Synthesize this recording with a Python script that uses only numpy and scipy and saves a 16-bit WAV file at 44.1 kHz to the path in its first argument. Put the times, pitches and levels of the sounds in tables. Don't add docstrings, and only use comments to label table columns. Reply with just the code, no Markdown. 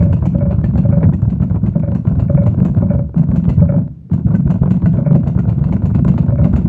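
import sys
import numpy as np
from scipy import signal
from scipy.fft import rfft, irfft
from scipy.io import wavfile
from scipy.ndimage import uniform_filter1d

SR = 44100
rng = np.random.default_rng(int(sys.argv[2]) if len(sys.argv) > 2 else 0)


def master(y):
    cut = np.clip(np.atleast_2d(y).T, -1, 1)
    pcm = np.round(cut * 32767)
    wavfile.write(sys.argv[1], SR, pcm.astype(np.int16))


N = 294588
TIME = np.arange(N) / SR


def from_db(db):
    return 10 ** (np.asarray(db) / 20)


def rms_one(x):
    return x / np.sqrt(np.mean(x ** 2, axis=-1, keepdims=True) + 1e-20)


def at_hz(points, hz):
    points_hz, values = np.array(points).T
    return np.interp(np.log(hz), np.log(points_hz), values)


def dense_modes(colour, t60, count):
    spread = np.exp(rng.normal(0, 1, count) / count)
    hz = np.geomspace(colour[0][0], colour[-1][0], count) * spread
    khz = hz / 1000
    db = at_hz(colour, hz) + 10 * np.log10(khz)
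    return np.column_stack([hz, db, t60 / khz ** 0.64])


def rings(modes, contact_s, length_s, aim, count):
    hz, db, t60 = np.transpose(modes)[:, :, None]
    t = np.arange(int(length_s * SR)) / SR
    waves = from_db(db - 60 * t / t60) * np.sin(2 * np.pi * hz * t)
    weights = np.cbrt(aim + rng.standard_normal((count, len(modes))))
    onset = 1 - np.exp(-(t / contact_s) ** 2)
    fade_out = np.minimum(1, 10 * (1 - t / length_s))
    out = weights @ waves * onset * fade_out
    power = uniform_filter1d(out ** 2, SR // 200, axis=1, mode="constant")
    return out / np.sqrt(power.max(axis=1, keepdims=True))


def play(times, db, modes, contact_s, length_s, aim=0):
    out = np.zeros(N + 2 * SR)
    blows = rings(modes, contact_s, length_s, aim, count=len(times))
    for s, gain, ring in zip(times, from_db(db), blows):
        start = SR + int(np.clip(s * SR, -SR, N))
        out[start:start + len(ring)] += gain * ring
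    return out[SR:SR + N]


def rebounding(times, db, gap_s, loss_db, count):
    gaps = gap_s * (.5 + rng.random((len(times), count)))
    delays = np.cumsum(gaps, axis=1) - gaps[:, :1]
    levels_db = db[:, None] - loss_db * np.arange(count)
    return (times[:, None] + delays).ravel(), levels_db.ravel()


def gather(*blows):
    return np.hstack([np.broadcast_arrays(*blow) for blow in blows])


# freq_hz, rel_db
ROOM_NOISE_SPECTRUM = [(25, -13.5), (60, -1.5), (130, 8), (220, -2.5), (400, -21.5), (1000, -41),
                       (2500, -48.5), (7000, -59), (13000, -69.5)]


def room_noise(level_db):
    hz = np.maximum(np.arange(N // 2 + 1) * SR / N, 1)
    shaped = rfft(rng.standard_normal(N)) * from_db(at_hz(ROOM_NOISE_SPECTRUM, hz))
    return from_db(level_db) * rms_one(irfft(shaped, N))


# freq_hz, t60_s
ROOM_DECAY = [(80, .55), (500, .33), (2500, .25), (8000, .26)]


def room(x):
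    t = TIME[:SR // 2]
    response = 0
    for hz in 62.5 * 2 ** np.arange(8):
        band = signal.butter(2, [hz / np.sqrt(2), hz * np.sqrt(2)], "band", fs=SR, output="sos")
        decay = from_db(-60 * t / at_hz(ROOM_DECAY, hz))
        response = response + signal.sosfilt(band, rng.standard_normal(len(t))) * decay
    response = response * (1 - np.exp(-(t / 0.016) ** 2))
    response = response / np.sqrt(2 * np.sum(response ** 2))
    eased = x * np.minimum(1, TIME / .01) ** 2
    return signal.fftconvolve(eased, response)[:N]


# thud_s, desk_rel_db, frame_rel_db
THUD_BLOWS = [(-0.004, -4, -11), (0.017, -7, -7.5), (0.045, -9.5, -11.5), (0.091, -8.5, -13),
              (0.127, -6, -9.5), (0.213, -5, -17.5), (0.262, -20.5, -9), (0.317, -22.5, -18),
              (0.347, -8, -9.5), (0.382, -16.5, -9), (0.417, -7.5, -32.5), (0.461, -7.5, -11),
              (0.524, -9, -18), (0.577, -6.5, -11.5), (0.632, -9.5, -9), (0.682, -17, -9.5),
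              (0.734, -6.5, -9), (0.778, -14, -6.5), (0.842, -7, -8.5), (0.885, -7, -10),
              (0.922, -8, -13.5), (0.967, -6.5, -5.5), (1.036, -2.5, -5), (1.077, -8, -30.5),
              (1.133, -11, -12), (1.217, -7, -12.5), (1.268, -8, -10.5), (1.311, -15, -11),
              (1.396, -8.5, -12.5), (1.421, -34, -9.5), (1.495, -8.5, -13), (1.539, -7.5, -14.5),
              (1.629, -11, -7.5), (1.676, -11.5, -14.5), (1.756, -16.5, -6), (1.825, -11.5, -17),
              (1.872, -12, -11), (1.903, -12, -14), (1.946, -31, -9.5), (2.058, -6.5, -9),
              (2.116, -8.5, -13.5), (2.167, -6, -10.5), (2.212, -5.5, -9.5), (2.291, -8, -7),
              (2.341, -6.5, -6.5), (2.396, -9, -8.5), (2.456, -4.5, -10), (2.521, -18, -10),
              (2.571, -6, -11.5), (2.609, -12.5, -8), (2.65, -32.5, -4), (2.688, -10, -14), (2.758, -4, -7),
              (2.818, -9, -8), (2.846, -13, -10), (2.895, -12, -11.5), (2.932, -6.5, -11),
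              (2.971, -14.5, -13.5), (3.002, -16, -18), (3.153, -18, -5.5), (3.183, -16.5, -6),
              (3.224, -17.5, -11.5), (3.286, -5, -10), (3.331, -14, -6.5), (3.366, -14, -8.5),
              (3.451, -30, -9), (3.475, -4.5, -9), (3.521, -13.5, -27), (3.569, -4.5, -7.5),
              (3.61, -9, -6.5), (3.653, -13, -17.5), (3.687, -12.5, -11.5), (3.722, -12, -14.5),
              (3.753, -14, -8), (3.8, -20.5, -16), (4.108, -10, -8), (4.14, -18, -7.5), (4.246, -5.5, -9.5),
              (4.306, -11, -13.5), (4.34, -27, -3.5), (4.38, -20.5, -10), (4.45, -6.5, -8.5),
              (4.494, -29, -6.5), (4.536, -9, -15.5), (4.608, -4, -5.5), (4.666, -9, -13),
              (4.704, -19.5, -5.5), (4.762, -17.5, -14), (4.822, -5, -12.5), (4.852, -34.5, -7),
              (4.886, -17, -17), (4.931, -6, -11.5), (4.976, -11.5, -6), (5.057, -13, -8), (5.1, -17, -6.5),
              (5.142, -12.5, -5), (5.228, -7, -25.5), (5.265, -11, -10), (5.345, -7.5, -11),
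              (5.383, -14.5, -11), (5.418, -14.5, -11.5), (5.466, -6.5, -17), (5.504, -11, -13.5),
              (5.57, -12.5, -9.5), (5.6, -7.5, -12.5), (5.647, -9.5, -10.5), (5.694, -8.5, -12.5),
              (5.741, -10.5, -9), (5.787, -15, -20.5), (5.826, -6.5, -9.5), (5.861, -8.5, -16),
              (5.904, -8.5, -14), (5.947, -9.5, -9.5), (5.978, -8.5, -16.5), (6.013, -16, -7.5),
              (6.053, -5.5, -10.5), (6.083, -11, -7), (6.149, -12.5, -9), (6.199, -9, -6),
              (6.278, -5, -9.5), (6.324, -14, -11), (6.38, -6.5, -13), (6.409, -6.5, -7.5),
              (6.443, -16, -8), (6.478, -11, -27), (6.528, -3.5, -9.5), (6.578, -10.5, -12),
              (6.643, -18, -5)]


def shake(times, fall_db_per_s):
    s, desk_db, frame_db = np.transpose(THUD_BLOWS)
    age_s = times[:, None] - s
    left_db = np.maximum(desk_db, frame_db) - fall_db_per_s * age_s
    return np.where(age_s > 0, left_db, -100).max(axis=1)


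# freq_hz, rel_db_per_hz
KNOCK_COLOUR = [(230, 11.5), (330, 11), (450, 2), (620, 8.5), (760, -3), (960, 2), (1200, -6.5), (1480, -3),
                (1800, -21.5), (2250, -18.5), (3200, -31), (4500, -33.5)]
# freq_hz, rel_db_per_hz
TICK_COLOUR = [(600, 10), (1000, 10), (1500, 10.5), (2400, 6.5), (3300, 2.5), (4300, 2), (5200, -7),
               (6400, -6.5), (7300, 7), (8500, -12), (13000, -31)]


def loose_parts():
    times = rng.uniform(0, TIME[-1], size=1150)
    sizes_db = shake(times, fall_db_per_s=180) + rng.uniform(-9, 3, len(times))
    link_modes = dense_modes(KNOCK_COLOUR, t60=0.026, count=110)
    spring_modes = dense_modes(TICK_COLOUR, t60=0.0088, count=90)
    links = play(times, sizes_db - 21.5, link_modes, contact_s=.003, length_s=0.029)
    springs = play(times, sizes_db - 45.5, spring_modes, contact_s=0.0015, length_s=.018)
    return links + springs


# freq_hz, rel_db_per_hz
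JINGLE_COLOUR = [(2500, -1.5), (3300, -2.5), (4300, 2), (5100, -11.5), (6300, -1), (7300, 3), (8200, -11)]


def jingle():
    times = rng.uniform(0, TIME[-1], size=260)
    extra_db = 2.4 * np.minimum(rng.exponential(1, len(times)), 3)
    sizes_db = shake(times, fall_db_per_s=132) + extra_db
    modes = dense_modes(JINGLE_COLOUR, t60=.025, count=90)
    return play(times, sizes_db - 62.5, modes, contact_s=.001, length_s=0.029)


# hit_s, rel_db
SHIFT_HITS = [(1.0288, -11.5), (1.034, -10), (1.04, -17.5), (1.046, -21.5), (1.051, -25)]
# freq_hz, rel_db_per_hz
DROP_COLOUR = [(220, 18.5), (380, 11.5), (700, -4.5), (950, 9), (1250, -14), (1500, -3), (1800, -2.5),
               (2400, -9), (2700, -20.5), (4400, -28.5), (5500, -51)]
# freq_hz, rel_db, t60_s
FRAME_MODES = [(137.7, -3, 0.11), (159.9, 1.5, 0.12), (175, 1.5, 0.11), (192.5, -1.5, 0.093),
               (234.6, -7, 0.11), (251.2, -14.5, 0.1), (312.4, -19, 0.092), (350.5, -25, 0.14)]


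def shift():
    s, db = np.transpose(SHIFT_HITS)
    boom = play(s[:1] + 0.038, [-9], FRAME_MODES, contact_s=0.019, length_s=.2, aim=0.91)
    drop_modes = dense_modes(DROP_COLOUR, t60=0.03, count=120)
    return boom + play(s, db - 6.5, drop_modes, contact_s=0.0014, length_s=0.088)


# hit_s, knock_rel_db, tick_rel_db
LEVER_HITS = [(0.2097, -35, -66), (0.2225, -30.0, -76), (0.3431, -27.5, -69), (0.3833, -35, -54.5),
              (0.4248, -26.5, -64.5), (0.4629, -31, -66.5), (0.589, -35.5, -62.5), (0.6128, -31.5, -61),
              (0.7556, -23.5, -52.5), (0.8361, -30, -67), (0.8554, -30.5, -65.5), (0.8881, -31, -58.5),
              (0.9015, -30, -62), (0.9867, -28, -65), (1.1254, -26, -63.5), (1.251, -32.5, -64),
              (1.418, -29, -57.5), (1.7562, -25.5, -65.5), (1.7971, -29.5, -58.5), (1.8843, -30, -71),
              (1.9179, -26, -56), (2.0511, -24.5, -64), (2.111, -25.5, -69.0), (2.155, -33, -61),
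              (2.299, -22, -66.0), (2.3471, -24.5, -55.5), (2.4352, -25.5, -59), (2.5433, -26, -67),
              (2.5851, -27, -73), (2.6021, -26.0, -50), (2.6278, -25.5, -70), (2.7474, -31, -67),
              (2.7837, -29.0, -52.5), (2.8088, -28.5, -70.5), (2.8208, -23, -72), (2.945, -32, -75.5),
              (2.9912, -28, -69), (3.092, -37, -71.0), (3.143, -28, -71), (3.2368, -38, -57),
              (3.3143, -28.5, -53), (3.4419, -30.0, -52.5), (3.4525, -31.5, -54), (3.5653, -40, -61.5),
              (3.6052, -32, -58.0), (3.6576, -31.5, -67), (3.7217, -24, -69), (3.7625, -27, -57),
              (3.877, -39.5, -62), (4.098, -36.5, -82), (4.194, -35, -63), (4.2697, -34, -59),
              (4.2835, -32.5, -61), (4.3044, -29, -69), (4.3139, -29.5, -66), (4.4046, -31, -60),
              (4.4767, -26.5, -57.5), (4.5551, -28, -64.0), (4.631, -23, -57.5), (4.6586, -24, -63),
              (4.675, -26.5, -63), (4.7668, -31.5, -55), (4.8195, -24.5, -60), (4.9315, -35, -56),
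              (4.9712, -33.0, -58), (4.9817, -31.5, -76), (5.0272, -30.5, -69.5), (5.1075, -20, -67),
              (5.13, -27.5, -52.5), (5.2365, -36.5, -59.5), (5.265, -28.5, -68.5), (5.3742, -28.5, -71),
              (5.4527, -28.5, -68.0), (5.4786, -31.5, -64.5), (5.5256, -29.5, -63.5), (5.5937, -35, -58.5),
              (5.6073, -32.0, -66.5), (5.6256, -32.5, -63.5), (5.6891, -29, -58.5), (5.766, -29, -50),
              (5.8204, -26, -62), (5.8456, -34, -62.5), (5.902, -35, -65.5), (5.9927, -25.5, -50),
              (6.048, -20, -52), (6.1173, -31.5, -67), (6.1389, -27.5, -56), (6.2274, -30, -65.5),
              (6.2628, -32, -58.5), (6.2817, -30.0, -63), (6.294, -23.5, -59.5), (6.3053, -28.5, -56),
              (6.357, -29.0, -57.5), (6.4823, -37, -62.0), (6.5273, -34, -68), (6.5383, -39.5, -57),
              (6.6144, -29.0, -60)]


def levers():
    s, knock_db, tick_db = np.transpose(LEVER_HITS)
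    knock_modes = dense_modes(KNOCK_COLOUR, t60=.026, count=110)
    tick_modes = dense_modes(TICK_COLOUR, t60=0.0079, count=90)
    knock = play(s - .001, knock_db + 1.5, knock_modes, contact_s=0.0022, length_s=.05)
    tick = play(s, tick_db + 11.0, tick_modes, contact_s=.0012, length_s=.02)
    return knock + tick


# spring_back_s, held_s (before that), ring_rel_db, buzz_rel_db
SPACE_STROKES = [(0.006, 0.051, -22.5, -42.5), (0.407, 0.063, -21.5, -44), (0.924, 0.079, -20.5, -41.5),
                 (1.831, 0.085, -23.5, -44), (2.374, 0.082, -17.5, -40), (2.902, 0.08, -18.5, -41),
                 (3.69, 0.078, -18.5, -40.5), (5.061, 0.081, -19.5, -39.5), (6.381, 0.068, -21, -44)]
# after_return_s, rel_db
RATTLE_PINGS = [(-.008, -8), (0, 1), (.013, -5.5), (.03, -8.5), (0.047, -6), (.083, -12)]
# freq_hz, rel_db, t60_s
SPRING_MODES = [(1425, 4, 0.053), (1750, -6, 0.073), (2220, -4, 0.016), (2260, -0.5, 0.038),
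                (2375, -6.5, 0.026)]


def bar_spring():
    up, held, _, buzz_db = np.transpose(SPACE_STROKES)
    down_ping = (up - held - .008, buzz_db - 7)
    return_pings = [(up + after_s, buzz_db + db) for after_s, db in RATTLE_PINGS]
    s, db = gather(down_ping, *return_pings)
    return play(s - .001, db - .5, SPRING_MODES, contact_s=0.0012, length_s=0.038, aim=1.7)


SPACE_BOUNCE_S, SPACE_BOUNCE_LOSS_DB = .044, 3
# freq_hz, rel_db, t60_s
BAR_MODES = [(568.2, -7.5, 0.18), (590.4, -3.5, 0.069), (520, -9.5, 0.039), (640, -4, 0.029),
             (823, -21.5, .06), (957, -20, .04), (1280, -30.5, .043)]
# freq_hz, rel_db_per_hz
BUZZ_COLOUR = [(700, 7.5), (1000, 13.5), (1450, 9.5), (1800, 1), (2050, 0.5), (2250, 10.5), (2420, 0),
               (2600, -12), (2800, -11.5), (3300, -29)]


def space_bar():
    up, held, up_ring_db, up_buzz_db = np.transpose(SPACE_STROKES)
    down = (up - held + 0.0033, up_ring_db - 1.0, up_buzz_db - 4.5)
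    bounces = []
    for k in (1, 2):
        loss_db = k * SPACE_BOUNCE_LOSS_DB
        bounces.append((up + k * SPACE_BOUNCE_S, up_ring_db - loss_db, up_buzz_db - 4.5 - loss_db))
    s, ring_db, buzz_db = gather(down, (up, up_ring_db, up_buzz_db), *bounces)
    ring = play(s, ring_db - .5, BAR_MODES, contact_s=.005, length_s=.25, aim=1.3)
    chatter = rebounding(s - .001, buzz_db, gap_s=0.0066, loss_db=0.5, count=3)
    buzz_modes = dense_modes(BUZZ_COLOUR, t60=0.037, count=110)
    return ring + play(*chatter, buzz_modes, contact_s=0.0052, length_s=.05)


# freq_hz, rel_db, t60_s
DESK_MODES = [(55.6, -18, 0.03), (70.2, -6, 0.13), (82.95, -1, 0.11), (100.06, -0.5, 0.12),
              (119.97, -1, .12)]


def thumps():
    s, desk_db, frame_db = np.transpose(THUD_BLOWS)
    desk = play(s, desk_db - 2.0, DESK_MODES, contact_s=.012, length_s=.2, aim=.5)
    frame = play(s - .002, frame_db - .6, FRAME_MODES, contact_s=.012, length_s=.2, aim=.5)
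    return desk + frame


# platen_hit_s, clack_rel_db, snap_rel_db, sizzle_rel_db, typebar_pitch_hz, ring_rel_db
LETTERS = [(0.024, -32.5, -53.5, -62.5, 1630, -44), (0.127, -28.5, -50.5, -61.5, 1536, -39.5),
           (0.255, -25.5, -50, -57.5, 2275, -44), (0.509, -26.5, -53.5, -70, 1490, -42.5),
           (0.641, -28, -52.5, -64.5, 1757, -34.5), (0.776, -28.5, -51, -61.5, 1610, -43.5),
           (1.134, -31.5, -58, -64.5, 1890, -39.5), (1.3, -38, -57, -70, 1546, -47.5),
           (1.426, -32, -56.5, -67.5, 1340, -38), (1.558, -31.5, -68, -77, 1380, -51),
           (1.662, -31.5, -57, -69.5, 1583, -45), (1.948, -30.5, -56, -63, 1555, -45),
           (2.071, -32, -56, -65.5, 1373, -42), (2.196, -29.5, -53, -66, 1410, -42.5),
           (2.463, -25.5, -52, -62, 1510, -45), (2.648, -29, -51.5, -58.5, 1630, -46),
           (3.177, -31, -55.5, -63.5, 1530, -42.5), (3.358, -29.5, -53, -60, 1595, -43),
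           (3.491, -26, -49.5, -59.0, 2005, -42.5), (4.132, -33, -57, -62.5, 1590, -45.5),
           (4.35, -34, -56.5, -63, 1508, -32.5), (4.503, -26.5, -51, -58, 1540, -44),
           (4.707, -30.5, -51, -57.5, 1490, -39), (4.858, -26.0, -52, -62, 1480, -31),
           (5.148, -26.5, -53.5, -64, 1410, -44), (5.273, -28, -52, -61.5, 1460, -45.5),
           (5.388, -27.5, -54.5, -63, 1420, -33), (5.491, -31, -53.5, -67, 2380, -47),
           (5.639, -33, -53, -68.5, 1610, -44), (5.724, -23.5, -53, -62.0, 2230, -42),
           (5.855, -29.5, -53, -61, 2250, -51), (5.947, -28, -50, -62.5, 1464, -36.5),
           (6.078, -26.5, -48.5, -58, 1536, -40.5), (6.178, -23, -48.5, -62.5, 1430, -42),
           (6.443, -23.5, -50.5, -62, 2053, -38), (6.561, -25, -48.5, -57.5, 2060, -53)]
# multiple_of_pitch, rel_db, t60_s
TYPEBAR_MODES = [(.459, 0.5, 0.078), (1.001, 4, 0.051), (1.339, -5.5, .049), (1.83, -12.5, 0.027)]


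def typebar_rings():
    out = np.zeros(N)
    for s, *_, pitch_hz, db in LETTERS:
        modes = np.array(TYPEBAR_MODES) * [pitch_hz, 1, 1]
        out += play([s], [db], modes, contact_s=0.00075, length_s=.08, aim=3.3)
    return out


# freq_hz, rel_db_per_hz
CLACK_COLOUR = [(280, 12), (450, 1.5), (650, 9), (800, -1.5), (980, 4), (1250, -6), (1500, -8),
                (1800, -11.5), (2300, -14), (2800, -18.5), (3500, -29)]
# freq_hz, rel_db_per_hz
SNAP_COLOUR = [(1800, 8.5), (2700, 14.5), (3300, 3.5), (4400, 5.5), (5100, -3.5)]
# freq_hz, rel_db_per_hz
SIZZLE_COLOUR = [(5100, -3.5), (5700, 2), (6300, 3), (7300, 7.5), (8200, -5), (9300, -21), (11200, -1),
                 (13000, -6.5)]


def typebars():
    s, clack_db, snap_db, sizzle_db, *_ = np.transpose(LETTERS)
    snap_modes = dense_modes(SNAP_COLOUR, t60=0.14, count=150)
    clack_modes = dense_modes(CLACK_COLOUR, t60=.034, count=110)
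    brush_modes = dense_modes(BUZZ_COLOUR, t60=.03, count=60)
    sizzle_modes = dense_modes(SIZZLE_COLOUR, t60=0.28, count=220)
    scrape_modes = dense_modes(SIZZLE_COLOUR, t60=.1, count=220)

    brushes = rebounding(s - .011, snap_db - 0.5, gap_s=0.0067, loss_db=-1.0, count=2)
    clacks = rebounding(s - .001, clack_db + 0.64, gap_s=.0065, loss_db=2.5, count=3)
    snaps = rebounding(s - .0005, snap_db + 3.5, gap_s=.0055, loss_db=4.0, count=6)
    sizzles = rebounding(s - .0005, sizzle_db + 1.5, gap_s=0.002, loss_db=3.0, count=7)

    brush = play(*brushes, brush_modes, contact_s=0.0018, length_s=.03)
    clack = play(*clacks, clack_modes, contact_s=0.0019, length_s=.08)
    snap = play(*snaps, snap_modes, contact_s=0.00029, length_s=.06)
    sizzle = play(*sizzles, sizzle_modes, contact_s=0.0033, length_s=.06)
    scrape = play(s - .008, sizzle_db - 7.5, scrape_modes, contact_s=.006, length_s=.03)
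    return clack + brush, scrape + snap + sizzle


def scene():
    clack, snap = typebars()
    snap = snap + jingle()
    low = thumps()
    works = clack + typebar_rings() + levers() + loose_parts() + space_bar() + bar_spring() + shift()
    to_room = from_db(-6.0) * snap + from_db(-17) * works + from_db(-6.5) * low
    return (low + works + snap + room(to_room) + room_noise(level_db=-35.5))[None]


CUTOFF_HZ = 15500


def record(dry):
    thinned = signal.sosfilt(signal.butter(4, 43, "high", fs=SR, output="sos"), dry)
    rounded = thinned / (1 + thinned ** 6) ** (1 / 6)
    return signal.sosfilt(signal.cheby2(12, 70, CUTOFF_HZ, fs=SR, output="sos"), rounded)


dry = scene()
out = record(dry)
master(out)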